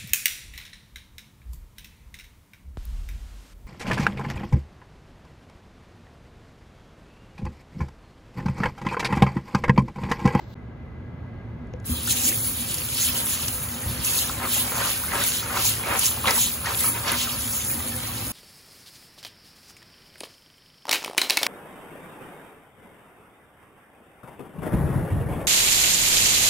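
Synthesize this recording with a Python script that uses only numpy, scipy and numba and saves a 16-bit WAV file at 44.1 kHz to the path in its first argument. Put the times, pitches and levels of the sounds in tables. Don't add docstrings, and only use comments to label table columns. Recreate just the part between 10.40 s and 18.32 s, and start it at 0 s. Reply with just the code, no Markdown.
import sys
import numpy as np
from scipy import signal
from scipy.fft import rfft, irfft
from scipy.io import wavfile
from scipy.ndimage import uniform_filter1d
from numba import njit

SR = 44100
rng = np.random.default_rng(int(sys.argv[2]) if len(sys.argv) > 2 else 0)


def invert_db(x):
    u = np.asarray(x, float) / 20
    return 10 ** u


def materialize(psi):
    bounded = np.clip(np.atleast_2d(psi).T, -1, 1)
    quanta = np.round(bounded * 32767).astype(np.int16)
    wavfile.write(sys.argv[1], SR, quanta)


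N = 349272
HZ = np.arange(N // 2 + 1) * SR / N + 1e-3
CUT_S = .148
TAP_OPENS_S = 1.45


def curve(rows):
    s, *columns = np.transpose(rows)
    return [np.interp(np.arange(N) / SR, s, c) for c in columns]


def colour(x, points, lo=20, hi=20000):
    hz, db = np.transpose(points)
    spec = rfft(x) * invert_db(np.interp(np.log(HZ), np.log(hz), db))
    inside = spec[(HZ > lo) & (HZ < hi)]
    return irfft(spec, N) * N / np.sqrt(2 * np.sum(np.abs(inside) ** 2))


def ring(x, modes):
    shape = sum(invert_db(db) / (1 + 1j * (HZ / hz - hz / HZ) * hz / width) for hz, width, db in modes)
    return irfft(rfft(x) * shape, N)


def unit(x):
    return x / np.sqrt(np.mean(x ** 2))


def walk(rate):
    k = int(SR / rate)
    steps = np.repeat(rng.standard_normal(N // k + 1), k)
    return 1.42 * uniform_filter1d(uniform_filter1d(steps, k), k)[:N]


@njit
def rings(length, start, hz, t60, size, glide):
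    out = np.zeros(length)
    for k in range(len(start)):
        n = int(t60[k] * SR) + 2
        p, z = np.exp(2j * np.pi * hz[k] / SR - 6.9 / n), size[k] + 0j
        turn = np.exp(2j * np.pi * hz[k] * glide / (SR * n))
        for i in range(max(int(start[k] * SR), 0), min(int(start[k] * SR) + n, length)):
            out[i] += z.imag
            z *= p
            p *= turn
    return out


def grains(count, lo_hz, hi_hz, cycles, spread_db, glide):
    when, pitch, loud = rng.random((count, 3)).T
    hz = lo_hz * (hi_hz / lo_hz) ** pitch
    size = invert_db(np.minimum(-spread_db * np.log(1 - loud), 17)) * hz / lo_hz
    return unit(rings(N, when * N / SR, hz, cycles / hz, size, glide))


def patchy(count, lo_hz, hi_hz, flicker_db, rate):
    edges, shared, out = np.geomspace(lo_hz, hi_hz, count + 1), walk(rate / 2), 0
    for a, b in zip(edges[:-1], edges[1:]):
        band = irfft(rfft(rng.standard_normal(N)) * ((HZ >= a) & (HZ < b)), N)
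        out = out + band * invert_db(flicker_db * (walk(rate) + shared))
    return unit(out)


def pair(x):
    return np.array([x, np.roll(x, N // 3)])


def bursts(rows):
    s, db, rise, fall = np.transpose(rows)[:4, :, None]
    since = np.arange(0, N + 64, 64) / SR - s
    slope = np.where(since < 0, -since / np.maximum(rise, .005), since / np.maximum(fall, .005))
    range_db, crest = 12, 1.3
    power = np.sum(invert_db(2 * (db - range_db * slope ** crest)), axis=0)
    return np.interp(np.arange(N) / 64, np.arange(len(power)), power)


# time in seconds, level in dB.
AIR_HISS = [
    (0, -58),
    (.07, -66),
    (.143, -60),
    (.15, -101),
    (7.92, -93),
]
# peak in seconds, level in dB, rise and fall in seconds, pitch in Hz.
GUSTS = [
    (0.105, -71, .03, .07, 14200),
    (.105, -70, 0.025, .07, 3800),
]


def earlier():
    noise = rng.standard_normal(N)
    air = colour(noise, [(800, -17), (2000, 2), (4000, 8), (8000, -6), (11000, -12), (13000, -10),
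                         (16000, -14)])
    gusts = 0
    for gust in GUSTS:
        hz = gust[-1]
        gusts = gusts + unit(ring(noise, [(hz, hz / 5, 0)])) * np.sqrt(bursts([gust]))
    gusts = gusts * (np.arange(N) < CUT_S * SR)
    mid, side = pair(air) * invert_db(curve(AIR_HISS)[0]) + pair(gusts) * [[1], [0]]
    return np.array([mid + 0.72 * side, mid - 0.68 * side])


# peak in seconds, level in dB.
BASS_SWELLS = [(1.15, -36), (1.3, -35), (1.52, -28.5), (1.72, -37), (1.98, -34), (2.71, -32.5),
               (3.04, -36), (3.22, -35), (3.51, -29), (3.6, -30.5), (3.93, -38), (4.39, -33), (5.87, -43),
               (6.73, -39)]


def rumble():
    steady_db = curve([(0, -49), (.2, -38)])[0]
    rise_s, fall_s = 0.053, 0.025
    return np.sqrt(invert_db(2 * steady_db) + bursts([(s, db, rise_s, fall_s) for s, db in BASS_SWELLS]))


# frequency in Hz, level in dB per Hz.
ROOM_TONE = [(25, -20.5), (64, 1), (117, -1.5), (236, -10.5), (300, -19), (700, -29), (1400, -35.5),
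             (2100, -43), (2800, -46), (4500, -57.5), (6500, -88), (9000, -81), (16000, -75)]
# frequency in Hz, width in Hz, level in dB.
ROOM_MODES = [(78, 5, -6), (112.1, 4.8, 2.5), (185, 10, -21), (241, 21, -8)]
# frequency in Hz, width in Hz, level in dB.
APPLIANCE_WHINE = [(1630, 22, -68.5), (2015, 51, -67.5), (12550, 30, -94), (1560, 12, -79),
                   (1100, 7.9, -75), (900, 8.9, -76), (1290, 18, -78), (2220, 10, -89)]


def room():
    noise = rng.standard_normal((3, N))
    low = colour(noise[0], ROOM_TONE)
    low = low + 0.8 * unit(ring(noise[0], ROOM_MODES))
    low = unit(colour(low, [(250, -6.0), (330, -29)]))
    floor = colour(colour(noise[1], ROOM_TONE), [(250, -30.5), (330, -20.5)], 188, 16000)
    floor = floor * invert_db(-53 + 0.54 * walk(2.65))
    whine = sum(invert_db(db) * unit(ring(noise[2], [(hz, width, 0)])) for hz, width, db in APPLIANCE_WHINE)
    settle_db = curve([(0, 5), (.14, 3.5), (.17, 5.5), (1.44, 7), (1.5, 5), (7.92, -4.5)])[0]
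    return pair(low) * rumble() + pair(floor + whine) * invert_db(settle_db)


# start in seconds, peak in dB, ring in Hz.
HANDLE_CLICKS = [(1.271, -54, 8000), (1.7, -46, 5200), (1.338, -36, 2600), (1.336, -43, 4400),
                 (1.5, -46, 800), (1.336, -40, 6500), (1.4, -49, 6600), (1.5, -50, 6900), (1.6, -46, 4500),
                 (1.1, -48, 1200), (1.4, -41, 6800), (1.5, -49, 6600), (1.352, -52, 4000), (1.8, -41, 1000),
                 (1.362, -56, 5500)]
# start in seconds, peak in dB, ring in Hz.
DROPLET_TICKS = [(1.675, -17, 10200), (1.8697, -17, 6300), (1.9445, -26, 10300), (2.3405, -10, 10800),
                 (2.3801, -17, 10250), (2.8954, -25, 9900), (3.0815, -11, 7340), (3.5709, -18, 11000),
                 (3.6477, -11, 7600), (4.718, -26, 2740), (4.8382, -6, 9600), (5.253, -8, 7000),
                 (5.436, -16, 2610), (5.5888, -13, 11000), (5.6579, -8, 7300), (5.856, -11, 2740),
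                 (5.907, -8, 10800), (6.2595, -15, 6800), (6.3381, -17, 3650), (6.374, -12, 11100),
                 (6.4029, -26, 9900), (6.6808, -9, 4540), (6.719, -8, 10320), (6.787, -18, 11100),
                 (7.007, -16, 6260), (7.078, -17, 3320), (7.2497, -15, 10400), (7.3133, -14, 11000),
                 (7.5636, -11, 10400), (1.5193, -24, 10800), (1.709, -12, 7240), (1.724, -8, 10400),
                 (1.8904, -11, 11300), (2.3425, -12, 6800), (2.3475, -21, 10400), (2.383, -15, 6130),
                 (4.1328, -14, 10100), (4.4352, -17, 10600), (5.5935, -2, 11200), (5.664, -6, 7200),
                 (5.8724, -13, 3960), (5.881, -10, 3000), (5.9085, -6.5, 5400), (5.979, -9, 7000),
                 (6.02, -8, 10500), (6.347, -14, 3700), (6.405, -10, 11000), (6.4072, -13, 11300),
                 (6.4125, -17, 11000), (6.695, -10.5, 3030), (7.0772, -15, 11900), (4.7787, -20, 2940),
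                 (4.843, -19, 2900), (4.9029, -20, 2870), (4.9193, -13, 3500), (4.872, -13, 6350),
                 (4.97, -11.5, 6700), (4.862, -16, 4300), (4.885, -19, 3200)]


def ticks():
    s, db, hz = np.repeat(np.array(list(HANDLE_CLICKS) + list(DROPLET_TICKS)), 12, axis=0).T
    late, detune = rng.random((len(s), 2)).T
    octaves = 1.2 * (detune - .55) * late ** .3
    hz = np.clip(hz * 2 ** octaves, 500, 15500)
    return rings(N, s + .003 * late ** 1.5, hz, .006 + 0 * s, invert_db(db - 9 - 5 * late), 0.)


# start in seconds, peak in dB, ring in Hz, t60 in seconds.
SINK_KNOCKS = [
    (1.338, -32, 500, 0.13),
    (1.496, -23.5, 246.5, 0.24),
    (1.508, -19, 77, 0.2),
    (3.461, -21.5, 77, 0.21),
    (5.871, -33, 113, 0.25),
    (6.721, -29, 241, 0.28),
]


def knocks():
    s, db, hz, t60 = np.array(SINK_KNOCKS).T.copy()
    return rings(N, s, hz, t60, invert_db(db), 0.)


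# time in seconds, jet hiss in dB, gurgle in the beans in dB, landing force in dB.
TAP_FLOW = [(1.435, -110, -110, 0), (1.445, -67, -58, 18), (1.46, -37.5, -51, -4.5),
            (1.5, -35.5, -49, -1.5), (1.64, -35.5, -45.5, -3), (2.05, -35.5, -43, -4.5),
            (2.3, -37.5, -45, 2.5), (2.7, -35.5, -42.5, -1), (3.6, -38, -40, 0.5), (4.2, -39, -37, -6.5),
            (5.4, -38.5, -39, 3), (6.2, -40.5, -41.5, 0), (6.45, -32, -40, 0), (6.6, -36.5, -40.5, 0.5),
            (7.0, -37, -44, 3), (7.5, -37.5, -40, 0.7), (7.92, -37, -41, 2.5)]
# peak in seconds, level in dB, rise and fall in seconds,
# coarse drops in dB relative to the fine.
SPRAY_BURSTS = [(1.71, -25, .04, 0.043, -0.5), (1.77, -27.5, .02, .03, -1.5), (1.83, -31, 0.13, 0.57, -3.5),
                (1.891, -25, 0.028, 0.015, -5.5), (2.345, -33, 0.008, 0.016, -5),
                (2.385, -36, 0.033, 0.087, -1.5), (2.62, -28.5, 0.13, 0.11, -1),
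                (2.68, -32.5, 0.096, 0.086, -0.5), (2.78, -33.5, 0.089, 0.028, 2.5),
                (2.9, -30, 0.075, 0.16, -4), (3.04, -33, 0.048, 0.018, 1.5), (3.085, -32, 0.012, 0.016, 1),
                (3.67, -28, 0.046, 0.11, -4.5), (3.79, -29.5, 0.18, 0.16, 1),
                (4.141, -26, 0.085, 0.16, -3.5), (4.46, -30, 0.11, 0.13, -1), (4.52, -29.5, .1, 0.18, -3.5),
                (4.84, -29, 0.12, 0.098, -4), (4.88, -31.5, .04, 0.07, -1),
                (4.95, -32.5, 0.072, 0.077, -0.5), (5.269, -25.5, 0.12, 0.1, -1),
                (5.59, -29, 0.11, 0.07, -13), (5.63, -29.5, 0.044, .05, 3.5),
                (5.659, -25, 0.032, 0.088, -5), (5.72, -36.5, .04, 0.073, -3),
                (6.02, -25.5, 0.16, 0.14, -4.5), (6.33, -42, 0.067, .03, -6),
                (6.405, -27, 0.041, 0.033, -5), (6.45, -27, .03, 0.04, -8),
                (6.49, -26.5, 0.055, 0.052, -12), (6.8, -34, 0.091, 0.16, 2), (7.2, -33, 0.33, 0.29, -12)]
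# peak in seconds, level in dB, rise and fall in seconds,
# splash in dB relative to the rattle.
BEAN_TOSSES = [(1.51, -43.5, 0.031, 0.082, -11), (2.81, -37.5, .15, 0.075, -6),
               (3.98, -42, 0.14, 0.039, -11), (4.04, -30, 0.037, 0.052, -9), (4.43, -29, 0.15, 0.091, -7),
               (4.75, -29, 0.044, 0.1, -8), (4.81, -29, 0.11, 0.047, -9), (5.13, -36, 0.12, 0.052, -18),
               (5.18, -26.5, 0.088, 0.047, -16), (5.475, -30, .03, .03, -13),
               (5.52, -24, 0.082, 0.068, -10), (5.555, -27.5, .015, 0.035, -13),
               (5.79, -38, 0.09, 0.044, -15), (5.88, -21, 0.025, 0.076, -6), (6.28, -28, 0.038, 0.09, -4),
               (6.47, -34, 0.079, 0.06, -6), (6.565, -31.5, 0.018, 0.04, -5),
               (6.69, -27.5, 0.043, 0.069, -1.5), (6.75, -28.5, 0.097, 0.024, -19),
               (6.85, -38, 0.043, 0.34, -5)]
# peak in seconds, level in dB, rise and fall in seconds.
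SIZZLE_BURSTS = [(1.715, -22, 0.04, 0.056), (1.8, -25, 0.098, 0.19), (1.891, -21, .02, 0.013),
                 (2.35, -36, .012, .15), (2.62, -24.5, 0.085, 0.048), (2.78, -35, 0.083, .03),
                 (2.9, -30, 0.055, 0.21), (3.07, -42, 0.077, .025), (3.67, -28, 0.032, .085),
                 (3.79, -26, 0.077, 0.13), (4.14, -30, 0.042, 0.26), (4.48, -27.5, 0.11, .1),
                 (4.86, -28, 0.12, 0.26), (5.27, -22.5, 0.088, 0.059), (5.6, -23, 0.033, .06),
                 (5.665, -24, .025, 0.062), (5.97, -29, 0.036, .05), (6.03, -18.5, 0.054, 0.068),
                 (6.45, -34.5, .07, 0.082), (6.72, -38, .05, 0.031), (6.8, -32, 0.065, 0.18),
                 (7.2, -31.5, 0.28, 0.17)]


def strengths():
    jet, gurgle, landing = invert_db(2 * np.array(curve(TAP_FLOW)))
    on = curve([(1.44, 0.15), (1.46, 0.83)])[0]
    sprays, thrown = np.array(SPRAY_BURSTS), np.array(BEAN_TOSSES)
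    level_only = [0, 1, 0, 0]
    fine = sprays[:, :-1]
    coarse = fine + sprays[:, -1:] * level_only
    toss_splash = thrown[:, :-1] + thrown[:, -1:] * level_only
    spray = jet + on * bursts(fine)
    splash = jet * landing * invert_db(2 * -4) + on * (bursts(coarse) + bursts(toss_splash))
    beans = gurgle + on * bursts(BEAN_TOSSES)
    sizzle = jet * invert_db(2 * -7.5) + on * bursts(SIZZLE_BURSTS)
    return np.sqrt([spray, splash, beans, sizzle * invert_db(2 * 1.5 * walk(25))])


# frequency in Hz, level in dB per Hz.
SPRAY_TONE = [(6500, -17.5), (7800, -2), (9500, 1), (11500, -0.5), (13500, -2), (15500, -0.5), (17000, -24)]
# frequency in Hz, level in dB per Hz.
SIZZLE_TONE = [(4300, -15.5), (5400, -6), (6500, 6), (7500, 2), (8600, -29)]


def spray_and_sizzle():
    fizz = grains(count=24000, lo_hz=4870, hi_hz=15570, cycles=9.3, spread_db=2.5, glide=.15)
    mist = patchy(count=7, lo_hz=3985, hi_hz=17840, flicker_db=2.0, rate=60) + .7 * fizz
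    return colour(mist, SPRAY_TONE, 9370, 12090), colour(mist, SIZZLE_TONE, 3730, 8850)


# frequency in Hz, level in dB per Hz.
SPLASH_TONE = [(1200, -24), (2000, -11.5), (2800, -1.5), (4200, -2), (5000, -5.5), (6200, -8)]


def splash_drops():
    drops = grains(count=9000, lo_hz=1480, hi_hz=7000, cycles=28., spread_db=4.5, glide=0.14)
    hiss = patchy(count=6, lo_hz=1048, hi_hz=8590, flicker_db=2.5, rate=40)
    return colour(hiss + 0.74 * drops, SPLASH_TONE, 1600, 7200)


# frequency in Hz, level in dB per Hz.
BEANS_TONE = [(200, -7), (400, -2), (700, -3.5), (1100, -1.5), (1600, -1), (2500, -2), (4500, -19.5),
              (8000, -30)]
# frequency in Hz, width in Hz, level in dB.
STRAINER_MODES = [(572, 21, 11.5), (775.5, 10.6, 13.5), (940, 12.4, 17.5), (1050, 16.4, 17),
                  (1238, 100, 10), (1324, 57, 8), (1650, 170, -1.5)]


def beans_and_drum():
    taps = grains(count=5000, lo_hz=279, hi_hz=5260, cycles=0.77, spread_db=3.5, glide=0.)
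    gurgle = grains(count=1500, lo_hz=401.6, hi_hz=2518, cycles=126.0, spread_db=8.5, glide=0.14)
    shell = ring(taps, STRAINER_MODES)
    rattle = taps + 1.13 * unit(shell) + 1.5 * gurgle
    wash = patchy(count=6, lo_hz=148.4, hi_hz=8120, flicker_db=-0.5, rate=17)
    beans = colour(wash * 4.74 + rattle, BEANS_TONE, 250, 3900)
    return beans, colour(shell, [(500, -4), (1100, -7.0), (2500, -21.0)])


# frequency in Hz, width in Hz, level in dB.
BASIN_MODES = [(244, 18.7, 2.5), (300.5, 51, -8), (508.5, 13.6, -3.5), (759, 17, -11.5)]


def basin():
    runoff = patchy(count=3, lo_hz=147.8, hi_hz=1200, flicker_db=2.5, rate=12)
    running_db = curve([(TAP_OPENS_S, -110), (1.52, -43), (7.92, -43)])[0]
    return pair(unit(ring(runoff, BASIN_MODES))) * invert_db(running_db)


def water():
    spray, sizzle = spray_and_sizzle()
    splash = splash_drops()
    beans, drum = beans_and_drum()
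    sink = basin()
    fine, coarse, rattling, sizzling = strengths()
    out = pair(spray) * fine * invert_db(2.0) + pair(splash) * coarse * invert_db(1.5)
    out = out + pair(sizzle) * sizzling * invert_db(-5.5)
    out = out + pair(drum) * np.sqrt(bursts(BEAN_TOSSES)) * invert_db(-12)
    return out + pair(beans) * rattling * invert_db(0.1) + sink


# start in seconds, peak in dB, ring in Hz.
DROP_CRACKS = [(1.6737, -16, 10300), (1.8697, -15, 11500), (1.9445, -15, 10400), (2.3406, -12, 11100),
               (2.8954, -18, 9950), (3.083, -12, 7350), (3.6472, -11, 7160), (4.1335, -12, 10300),
               (4.806, -12, 7000), (4.8385, -10, 10100), (5.166, -18, 6500), (5.251, -11, 7000),
               (5.5888, -15, 11300), (5.6576, -7, 7280), (5.8726, -15, 3920), (5.906, -10, 10900),
               (5.9614, -14, 6690), (6.3735, -14, 11100), (6.4029, -13, 9910), (6.442, -11, 10500),
               (6.7187, -3.5, 10500), (7.248, -10, 10700)]


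def cracks():
    s, db, hz = np.array(DROP_CRACKS).T.copy()
    return rings(N, s, hz, .003 + 0 * s, invert_db(db - 2), 0.)


# start in seconds, peak in dB, ring in Hz.
BEAN_CLUMPS = [(1.674, -20, 1447), (2.797, -32, 760), (3.897, -16.5, 1274), (4.016, -22, 880),
               (4.165, -18.5, 806), (4.271, -27.5, 920), (4.342, -19, 1004), (4.38, -18, 1020),
               (4.633, -18, 1360), (4.718, -14, 2010), (4.758, -25, 600), (5.027, -22, 1130),
               (5.099, -16, 1176), (5.163, -11.5, 1200), (5.247, -19.5, 920), (5.425, -30, 1310),
               (5.627, -28, 950), (5.841, -11, 1080), (5.864, -28, 1050), (5.976, -17, 1050),
               (6.258, -10.5, 1660), (6.408, -20.5, 2000), (6.441, -14, 1190), (6.56, -31, 1400),
               (6.631, -19, 940), (6.679, -12, 1350), (6.717, -16, 1770), (6.872, -20, 1380),
               (7.301, -21, 1970), (7.683, -22.5, 955), (1.718, -23, 2270), (1.887, -22, 2340),
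               (1.918, -20, 2150), (2.518, -20, 2460), (2.681, -15, 2430), (3.336, -26, 780),
               (3.744, -31, 1700), (4.068, -18, 1200), (4.134, -32, 1740), (4.398, -15, 1130),
               (4.454, -14, 1200), (4.806, -18, 1110), (5.057, -21, 1050), (5.767, -23, 895),
               (5.855, -12, 1050), (5.881, -15, 1500), (6.071, -27, 1030), (6.242, -19, 1150),
               (6.475, -20, 1100), (6.546, -22, 2100), (7.39, -26, 1020), (7.55, -30, 1030),
               (7.618, -28, 1600), (7.787, -28, 950), (7.817, -26, 960), (5.49, -18, 1100),
               (5.515, -14, 1050), (5.548, -12, 1100), (5.145, -18, 1270), (5.905, -12, 1070)]


def clumps():
    s, db, hz = np.repeat(np.array(BEAN_CLUMPS), 6, axis=0).T
    late, detune = rng.random((len(s), 2)).T
    hz = hz * 2 ** (0.68 * (detune - .5))
    return rings(N, s + 0.015 * late ** 2, hz, 0.041 + 0 * s, invert_db(db - 14), 0.075)


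# frequency in Hz, likeness from 0 to 1, left minus right in dB.
PORT_LIKENESS = [(60, .99, -1), (250, .92, -.7), (420, .66, 1.5), (700, .5, 2.5), (1200, .66, 1.5),
                 (2000, .45, .5), (2800, .5, -.5), (5400, .3, -4), (6400, .8, -.5), (8000, .93, 0),
                 (16000, .92, 0)]
# frequency in Hz, left lead in radians.
PORT_LEAD = [(0, 0), (1500, 0), (2900, 1.7), (4400, .6), (5300, 1.4), (6450, 0), (8450, -3.14),
             (11050, -6.28), (13100, -9.1), (13900, -9.7), (15900, -12.57)]


def scene():
    impacts = pair(ticks() + clumps() + cracks()) * [[1], [0]] + knocks()
    direct, scattered = rfft(water() + impacts + room())
    hz, like, pan_db = np.transpose(PORT_LIKENESS)
    like = np.clip(np.interp(HZ, hz, like), 0, 1)
    lead = np.interp(HZ, *np.transpose(PORT_LEAD))
    tilt = invert_db(np.interp(HZ, hz, pan_db) / 2) * np.exp(.5j * lead)
    same, apart = np.sqrt((1 + like) / 2) * direct, np.sqrt((1 - like) / 2) * scattered
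    left, right = irfft((same + apart) * tilt, N), irfft((same - apart) / tilt, N)
    return np.array([left, right]) + earlier()


# from and to in seconds, from and to in Hz,
# readier to drop in dB.
STARVED_BANDS = [
    (1.5, 1.6, 2750, 3100, 25),
    (1.5, 1.65, 5500, 5900, 9),
    (1.99, 2.07, 2400, 2750, 9),
    (6.43, 6.51, 3400, 3800, 30),
    (6.41, 6.44, 4900, 5500, 9),
    (6.475, 6.51, 4900, 5500, 9),
    (1.47, 7.92, 8270, 8950, 3),
    (1.47, 7.92, 13100, 13780, 3),
    (1.47, 7.92, 7580, 8270, 1),
]


def margin(power, s, band_hz):
    waver = 2.6 * uniform_filter1d(rng.standard_normal(power.shape), size=3, axis=2) * np.sqrt(3)
    treble = power[:, 16:]
    smooth = uniform_filter1d(power, size=5, axis=2)
    under_db = 10 * np.log10((treble.max(axis=(0, 1)) + 1e-18) / (smooth + 1e-18))
    waver[:, :16] -= np.clip(.6 * (under_db[:, :16] - 9), -2, 3)
    treble_db = 10 * np.log10(treble.mean(axis=(0, 1)) + 1e-18)
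    waver += np.clip(.25 * (treble_db + 62.5), -3, 3) * (s > TAP_OPENS_S)
    for a, b, lo, hi, db in STARVED_BANDS:
        waver[0] -= db * (s > a) * (s < b) * (band_hz > lo) * (band_hz < hi)
    return 5.5 + waver


SHARP_ATTACKS = [
    (0, .14),
    (1.44, 1.47),
    (2.32, 2.353),
    (3.635, 3.66),
    (6.35, 6.39),
]


def thin(stereo):
    size, count = 2048, 16
    wide = 20
    sum_and_difference = np.array([stereo[0] + stereo[1], stereo[0] - stereo[1]]) / 2
    hz, s, z = signal.stft(sum_and_difference, SR, "cosine", size)
    lines = np.abs(z[:, :-1]) ** 2
    power = lines.reshape(2, size // 2 // count, count, -1).mean(axis=2)
    margin_db = margin(power, s, hz[count // 2::count, None])
    judged = power.copy()
    judged[:, wide:] = np.repeat(power[:, wide::2] + power[:, wide + 1::2], 2, axis=1)
    margin_db[:, wide + 1::2] = margin_db[:, wide::2]
    kept = np.repeat(judged * invert_db(2 * margin_db) > judged[::-1], count, axis=1)
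    cracking = np.any(np.abs(s - np.array(DROP_CRACKS)[:, :1]) < .02, axis=0)
    kept &= (lines > np.repeat(power, count, axis=1) * invert_db(2 * -2.5)) | cracking
    safe = hz[:-1, None] < np.where(s < TAP_OPENS_S, 6500, 1800)
    sharp = np.any([(s > a) & (s < b) for a, b in SHARP_ATTACKS], axis=0)
    z[:, :-1] *= kept | safe | sharp
    z[:, (hz > 8000) & (hz < 11300)] *= s > .13
    z[:, hz > 15800] = 0
    mid, side = signal.istft(z, SR, "cosine", size)[1][:, :N]
    return np.array([mid + side, mid - side])


def low_pass(x):
    return signal.sosfilt(signal.butter(12, 17100, fs=SR, output="sos"), x)


def record(dry):
    dry = signal.sosfilt(signal.butter(2, 40, "high", fs=SR, output="sos"), dry)
    thinned = thin(dry)
    join = np.interp(np.arange(N) / SR - CUT_S, [-.006, -.005, .004, .007], [1, 0, 0, 1])
    fade_in = np.clip(np.arange(N) / 300, 0, 1)
    return low_pass(join * fade_in * thinned)


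dry = scene()
out = record(dry)
materialize(out)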